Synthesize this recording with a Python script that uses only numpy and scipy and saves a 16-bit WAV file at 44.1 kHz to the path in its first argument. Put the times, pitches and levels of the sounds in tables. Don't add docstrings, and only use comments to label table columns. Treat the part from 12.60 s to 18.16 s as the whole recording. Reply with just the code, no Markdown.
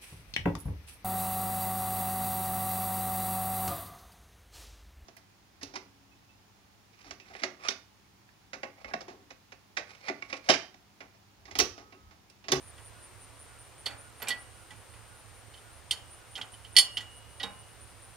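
import sys
import numpy as np
from scipy import signal
from scipy.fft import rfft, irfft, next_fast_len
from scipy.io import wavfile
from scipy.ndimage import uniform_filter1d, minimum_filter1d, map_coordinates

SR = 44100
rng = np.random.default_rng(int(sys.argv[2]) if len(sys.argv) > 2 else 0)


def master(y):
    cut = np.clip(np.atleast_2d(y).T, -1, 1)
    pcm = np.round(cut * 32767)
    wavfile.write(sys.argv[1], SR, pcm.astype(np.int16))


N = 245195

# frequency_hz, density_db
AIR_SPECTRUM = [(88, -39.5), (150, -50.5), (222, -20.5), (318, -15), (472, -13.5), (520, -12.5),
                (584, -13.5), (771, -13), (1260, -14), (1440, -15.5), (2130, -18), (2420, -18.5),
                (7500, -31), (9750, -72), (16500, -120)]
# frequency_hz, left_minus_right_db
AIR_BALANCE = [(60, -24.5), (110, -15), (200, 21), (380, 4), (700, 6.5), (1290, 6.5), (2380, 8), (4400, 10),
               (8120, 25), (15000, -15)]
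# frequency_hz, coherence
AIR_COHERENCE = [(60, 0.82), (130, 0.37), (290, 0.32), (640, 0.78), (1410, 0.78), (3100, 1), (6820, 0.93),
                 (15000, 0.0)]
# frequency_hz, density_db
DRONE_SPECTRUM = [(15, -33), (35, -11), (46, -5), (54, -4), (59, -3.5), (68, 2), (79, 2), (91, -5.5),
                  (104, 2), (125, -8.5), (160, -11.5), (220, -16.5), (500, -17.5), (8500, -30),
                  (12000, -33), (16000, -39.5)]
# frequency_hz, density_db
HISS_SPECTRUM = [(4000, -32.5), (7500, -4.5), (11000, -7.5), (12000, -14.5), (14500, -6.5), (15300, -13.5),
                 (15800, -27)]
# frequency_hz, density_db
WIND_SPECTRUM = [(15, -8.5), (35, -1), (70, -13.5), (200, -25), (600, -62)]
# frequency_hz, density_db
CHORUS_SPECTRUM = [(6000, -46.5), (7700, -7.5), (8600, 7.5), (9300, 8.5), (9900, -5), (10500, -28.5),
                   (11500, -27), (13000, -49)]
# start_s, first_interval_s, lengthening_per_chirp_s, level_db
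NEAR_BOUTS = [(.072, .174, .0042, -47.3), (3.503, .208, .0014, -47.5)]
# pitch_hz, period_s, level_db, left_minus_right_db
FAR_SINGERS = [(9900, .195, -57, 5), (8900, .205, -59, -1.5), (9500, .173, -60, 1)]
# frequency_hz, level_db, t60_s
WRENCH_MODES = [(1958, -16, .11), (2340, -19, .09), (2998, -11, .1), (3091, -3, .1), (3343, -10, .11),
                (3466, -17, .13), (3815, -20, .07), (4362, -15, .08), (4416, -11, .08), (4455, 1, .11),
                (5250, -9, .1), (5292, -14, .12), (5830, -18, .07), (6181, -17, .12), (7205, -19, .15),
                (7620, -28, .13), (8430, -20, .12), (8550, -15, .08), (8766, -12, .12), (9072, -8, .1),
                (9400, -13, .11), (9850, -19, .11), (10346, -16, .12), (10960, -20, .15), (11690, -24, .12),
                (12330, -23, .13), (12790, -30, .12), (13110, -30, .13), (13900, -33, .1)]
# frequency_hz, level_db, t60_s
PIPE_MODES = [(2884, 0, 1.2), (3085, -8, .8), (4500, -8, .5), (5270, -8, .55), (6944, -1, .3)]
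# frequency_hz, density_db
JAW_SPECTRUM = [(150, -61), (700, -19), (1600, -31), (2000, -2.5), (2350, -12.5), (2540, -12.5),
                (2800, -0.5), (3150, 2.5), (4000, -7), (4550, -4), (5350, -10), (5800, -12.5), (9600, -19),
                (13000, -28), (15500, -45.5)]
# centre_hz, width_hz, gain_db
RAIL_RESONANCES = [(192, 95, -12.5), (268.6, 50, -3.5), (479, 190, -6), (844, 160, -1.5), (1060, 82, -3),
                   (1190, 121, -5), (1452, 104, -1), (1685, 230, -5), (2520, 410, -6.5)]
# start_s, jaw_db, rail_db
FAINT_TICKS = [(.179, -55, -55), (1.305, -49, -46.5), (1.599, -55, -50.5), (1.618, -41, -42),
               (2.106, -48, -52), (2.336, -57.5, -55.5), (3.777, -44.5, -43.5), (4.154, -44.5, -52.5),
               (4.406, -42.5, -60)]
# start_s, rise_s, ring_db, pipe_db, jaw_db, rail_db, treble_db, note_hz, note_db
PIPE_BLOWS = [ (1.258, 0.0024, -41, -76, -33.5, -40.5, 4, 4460, -26.5),
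              (1.2622, 0.00075, -43, -79, -29, -45, 0, 3480, -35),
              (1.625, .0014, -48.5, -86, -45.5, -41, 8.5, 12800, -26.5),
              (1.671, .0011, -55, -78, -38, -36.5, -3, 2390, -36),
              (1.6835, 0.00087, -50, -74, -27.5, -47.5, 13, 7760, -26),
              (1.703, 0.0042, -29.5, -55, -26, -49, -8, 1953, -23),
              (3.3095, .0003, -31, -69.5, -26, -51, 3, 8550, -27),
              (4.1652, .0006, -10, -70, -13, -37, -1, 3060, -18),
              (4.1842, .001, -8.5, -39, -18, -46, -1, 4400, -19),
              (4.798, 0.0059, -39, -53.5, -29.5, -44, -15, 1940, -35.5),
              (4.8309, .0007, -43, -68, -31, -40, 0, 3780, -27), ]
# start_s, rise_s, jaw_db, treble_db, note_hz
JAW_SNAPS = [(2.937, 0.0055, -46.5, -12, 3080), (2.973, .005, -50.5, -6, 3075),
             (3.3113, 0.00022, -27.5, 7, 3180), (3.7534, .003, -32.5, -2.5, 3140),
             (3.8134, 0.00057, -35, -5, 3185), (3.938, .0012, -51, -2.5, 3050),
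             (4.047, .0015, -46.5, -8.5, 3090), (4.3696, .0014, -26.5, -3.5, 3073)]
# frequency_hz, left_minus_right_db
DIRECT_BALANCE = [(200, -14), (1200, -5.5), (1950, -6), (2800, -3.5), (3400, -5), (4400, -6), (5400, -8),
                  (6200, -9), (7600, -4), (8600, 0), (10500, -1), (12200, -5), (15000, -1)]
# frequency_hz, left_lead_rad
DIRECT_PHASE = [(100, -0.26), (700, 0.21), (2400, -0.37), (3100, -0.52), (4200, -0.34), (5300, -0.61),
                (6600, 1), (9000, 0.99), (10500, 0.3), (12000, 0.16)]
# frequency_hz, t60_s
TREE_DECAY = [(200, 0.537), (1000, 0.53), (3000, 0.34), (10000, 0.26)]
# first_start_s, period_s, length_s, peak_hz, droop_hz, level_db
MOTOR_RUNS = (.30, .539, .17, 1465, 220, -63)
# frequency_hz, level_db, t60_s
BOOM_MODES = [(192.7, -11, .28), (458, -3.5, 0.13), (840, 2, 0.083), (1040, -12.5, .3)]


def amp(db):
    return 10 ** (np.asarray(db) / 20)


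def unit(x):
    return x / np.sqrt(np.mean(x ** 2) + 1e-20)


def along(points, hz):
    knots_hz, values = np.transpose(points)
    return np.interp(np.log(hz + 1), np.log(knots_hz + 1), values)


def fade(t, t60):
    return np.exp(-np.log(1000) * t / np.maximum(t60, 1e-3))


def wobble(rate_hz):
    knots = rng.standard_normal(int(N * rate_hz / SR) + 4)
    return map_coordinates(knots, [np.arange(N) * rate_hz / SR])


def filtered(x, response):
    size = x.shape[-1]
    padded = next_fast_len(size + SR // 10)
    return irfft(rfft(x, padded) * response(np.fft.rfftfreq(padded, 1 / SR)), padded)[..., :size]


def noise(spectrum, size):
    return unit(filtered(rng.standard_normal(size), lambda hz: amp(along(spectrum, hz))))


def pan(left_db):
    pair = np.vstack([amp(left_db / 2), amp(-left_db / 2)])
    return pair / pair.mean(axis=0)


def add(track, start_s, sound):
    start = int(np.clip(round(start_s * SR), 0, N - 1))
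    track[start:start + len(sound)] += sound[:N - start]


def air(level_db=-58):
    def mid_side_gains(hz):
        angle = np.arccos(np.clip(along(AIR_COHERENCE, hz), -1, 1)) / 2
        return np.array([np.cos(angle), np.sin(angle)])
    mid, side = filtered(noise(AIR_SPECTRUM, (2, N)), mid_side_gains)
    pair = filtered(np.array([mid + side, mid - side]), lambda hz: pan(along(AIR_BALANCE, hz)))
    return amp(level_db + 0.13 * wobble(0.25) + 0.13 * wobble(22)) * unit(pair)


def hum(pitch_hz=108, tone_db=-64, drone_db=-58, hiss_db=-72):
    phase = 2 * np.pi * pitch_hz * np.arange(N) / SR + .35 * wobble(2.3)
    tone = amp(tone_db + 1.2 * wobble(14)) * unit(np.sin(phase))
    drone = amp(drone_db) * noise(DRONE_SPECTRUM, N)
    hiss = amp(hiss_db) * noise(HISS_SPECTRUM, N)
    return pan(-19) * (tone + drone) + pan(-45) * hiss


def breeze(level_db=-81, puff_db=4, puffs_per_s=4):
    return pan(-17) * amp(level_db + puff_db * wobble(puffs_per_s)) * noise(WIND_SPECTRUM, (2, N))


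def chirp(pitch_hz, length_s, glide_hz, stroke_hz=148, sweep_hz=750, rasp=0.31):
    t = np.arange(int(length_s * SR)) / SR
    stroke = t * stroke_hz % 1
    climb = np.sin(2 * t / length_s) - np.sqrt(.5)
    hz = pitch_hz + glide_hz * climb - sweep_hz * (stroke - .5)
    uneven_teeth = uniform_filter1d(rng.standard_normal(len(t)), size=16)
    drift = rasp * np.cumsum(uneven_teeth) / np.sqrt(20)
    envelope = np.sin(np.pi * stroke) ** 2 * signal.windows.tukey(len(t), .2)
    return envelope * np.sin(2 * np.pi * np.cumsum(hz) / SR + drift)


def insects(chorus_db=-66, near_hz=9270):
    near, far = np.zeros(N), np.zeros((2, N))
    for start_s, interval_s, slowing_s, db in NEAR_BOUTS:
        for k, (late, loud, longer) in enumerate(rng.standard_normal((10, 3))):
            onset_s = start_s + k * interval_s + slowing_s * k * (k - 1) / 2 + 0.0031 * late
            add(near, onset_s, amp(db + loud) * chirp(near_hz, 0.042 + 0.003 * longer, glide_hz=445))
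    for pitch_hz, period_s, db, left_db in FAR_SINGERS:
        voice = np.zeros(N)
        for k, (late, loud, sharp) in enumerate(rng.standard_normal((33, 3))):
            call = chirp(pitch_hz + 80 * sharp, length_s=.08, glide_hz=550, rasp=.9)
            add(voice, k * period_s + .02 * late, amp(db + 1.5 * loud) * call)
        far += pan(left_db) * voice
    chorus_gain = amp(chorus_db + 0.82 * wobble(22))
    chorus = noise(CHORUS_SPECTRUM, N) + 0.69 * noise(CHORUS_SPECTRUM, (2, N))
    return pan(-1) * near + far + chorus_gain * chorus


def ticks(rise_s=0.0014, treble_db=6.5, note_hz=1960, note_t60=0.1):
    return [(start_s, rise_s, jaw_db - 15.5, jaw_db - 20, jaw_db, rail_db,
             treble_db, note_hz, jaw_db + 2.5, note_t60) for start_s, jaw_db, rail_db in FAINT_TICKS]


def clatter(peak_width_hz=110, valley_db=-7):
    def response(hz):
        peaks = [1 / np.hypot(1, 2 * (hz - mode_hz) / peak_width_hz) for mode_hz, _, _ in WRENCH_MODES]
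        return np.hypot(amp(valley_db), np.max(peaks, axis=0))
    return unit(filtered(noise(JAW_SPECTRUM, 2 * SR), response))


def ringing(modes, t, treble, scatter_db):
    hz, db, t60 = np.transpose(modes)[:, :, None]
    strength = amp(db + scatter_db * rng.standard_normal(hz.shape)) * treble(hz)
    return np.sum(strength * fade(t, t60) * np.sin(2 * np.pi * (hz * t + rng.random(hz.shape))), axis=0)


def rail_response(hz):
    return sum((-1) ** k * amp(db) * 1j * hz * width / (centre ** 2 - hz ** 2 + 1j * hz * width)
               for k, (centre, width, db) in enumerate(RAIL_RESONANCES))


def wrench(events, jaw_t60, rail_t60, grit, treble_hz=6000):
    steel, shake, rattle = np.zeros(N), np.zeros(N), clatter()
    t, pipe_t = np.arange(SR // 3) / SR, np.arange(SR) / SR
    for (start_s, rise_s, ring_db, pipe_db, jaw_db, rail_db,
         treble_db, note_hz, note_db, note_t60) in events:
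        treble = lambda hz: amp(treble_db * (1 + np.tanh(4 * np.log((hz + 1) / treble_hz))) / 2)
        attack = 1 - np.exp(-t / rise_s)
        ring = amp(ring_db) * ringing(WRENCH_MODES, t, treble, scatter_db=1)
        note = amp(note_db) * fade(t, note_t60) * np.sin(2 * np.pi * note_hz * t)
        jaw = amp(jaw_db) * fade(t, jaw_t60) * filtered(rattle[rng.integers(SR):][:len(t)], treble)
        add(steel, start_s, (ring + note + jaw) * attack)
        add(steel, start_s, amp(pipe_db) * ringing(PIPE_MODES, pipe_t, treble, scatter_db=.5))
        add(shake, start_s, amp(rail_db) * fade(t, rail_t60) * attack * rng.standard_normal(len(t)))
    shake *= unit(np.exp(grit * wobble(300)))
    rms_gain = np.sqrt(np.mean(np.abs(rail_response(np.arange(SR // 2))) ** 2))
    return steel, filtered(shake, rail_response) / rms_gain


def outdoors(x, tail_db, echo_db, echo_s=0.06, smear_s=0.0078, build_s=0.016):
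    lead = lambda hz: np.exp(.5j * along(DIRECT_PHASE, hz) * np.array([[1], [-1]]))
    direct = filtered(x, lambda hz: pan(along(DIRECT_BALANCE, hz)) * lead(hz))
    hz, t, bands = signal.stft(rng.standard_normal((2, SR // 2)), SR, nperseg=256)
    envelope = fade(t, along(TREE_DECAY, hz)[:, None]) * (1 - np.exp(-t / build_s))
    _, tail = signal.istft(bands * envelope, SR, nperseg=256)
    delay_s = np.arange(tail.shape[1]) / SR
    echo = rng.standard_normal(tail.shape) * np.exp(-((delay_s - echo_s) / smear_s) ** 2)
    answer = amp(tail_db) * tail / np.linalg.norm(tail[0]) + amp(echo_db) * echo / np.linalg.norm(echo[0])
    return direct + signal.fftconvolve(x[None], answer, axes=1)[:, :N]


def motor_whine():
    first_s, period_s, length_s, peak_hz, droop_hz, level_db = MOTOR_RUNS
    track = np.zeros(N)
    progress = np.linspace(0, 1, int(length_s * SR))
    hz = peak_hz - droop_hz * (1 - np.sin(np.pi * progress ** .8))
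    for k, loud in enumerate(rng.standard_normal(8)):
        drift = .05 * np.cumsum(rng.standard_normal(len(progress)))
        tone = np.sin(2 * np.pi * np.cumsum(hz) / SR + drift)
        add(track, first_s + k * period_s, amp(level_db + loud) * np.sin(np.pi * progress) * tone)
    return pan(-38) * track


def blows(t60_cycles=370):
    return [(*blow, note_hz, note_db, t60_cycles / note_hz) for *blow, note_hz, note_db in PIPE_BLOWS]


def snaps(hard_db=-25, note_t60=0.067):
    events = []
    for start_s, rise_s, jaw_db, treble_db, note_hz in JAW_SNAPS:
        ring_db = jaw_db - 11 - max(hard_db - jaw_db, 0)
        pipe_db, rail_db, note_db = jaw_db - 26.5, jaw_db - 19, jaw_db + 4.5
        events.append((start_s, rise_s, ring_db, pipe_db, jaw_db, rail_db,
                       treble_db, note_hz, note_db, note_t60))
    return events


def rail_boom(start_s=4.835, level_db=-37.5, rise_s=.003):
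    boom, t = np.zeros(N), np.arange(SR // 2) / SR
    attack = 1 - np.exp(-t / rise_s)
    add(boom, start_s, amp(level_db) * attack * ringing(BOOM_MODES, t, np.ones_like, scatter_db=.5))
    return boom


def scene():
    steel, rail = wrench(blows() + snaps() + ticks(), jaw_t60=0.084, rail_t60=0.23, grit=0.21)
    clinks = outdoors(steel, tail_db=-21, echo_db=-28)
    thuds = outdoors(rail + rail_boom(), tail_db=-8.5, echo_db=-17)
    return clinks + thuds + insects() + air() + hum() + motor_whine() + breeze()


def record(dry, ceiling=0.99, top_hz=15800):
    needed = np.minimum(1, ceiling / (np.abs(dry).max(axis=0) + 1e-9))
    gain = uniform_filter1d(minimum_filter1d(needed, size=180), size=90)
    return filtered(dry * gain, lambda hz: hz < top_hz)


dry = scene()
out = record(dry)
master(out)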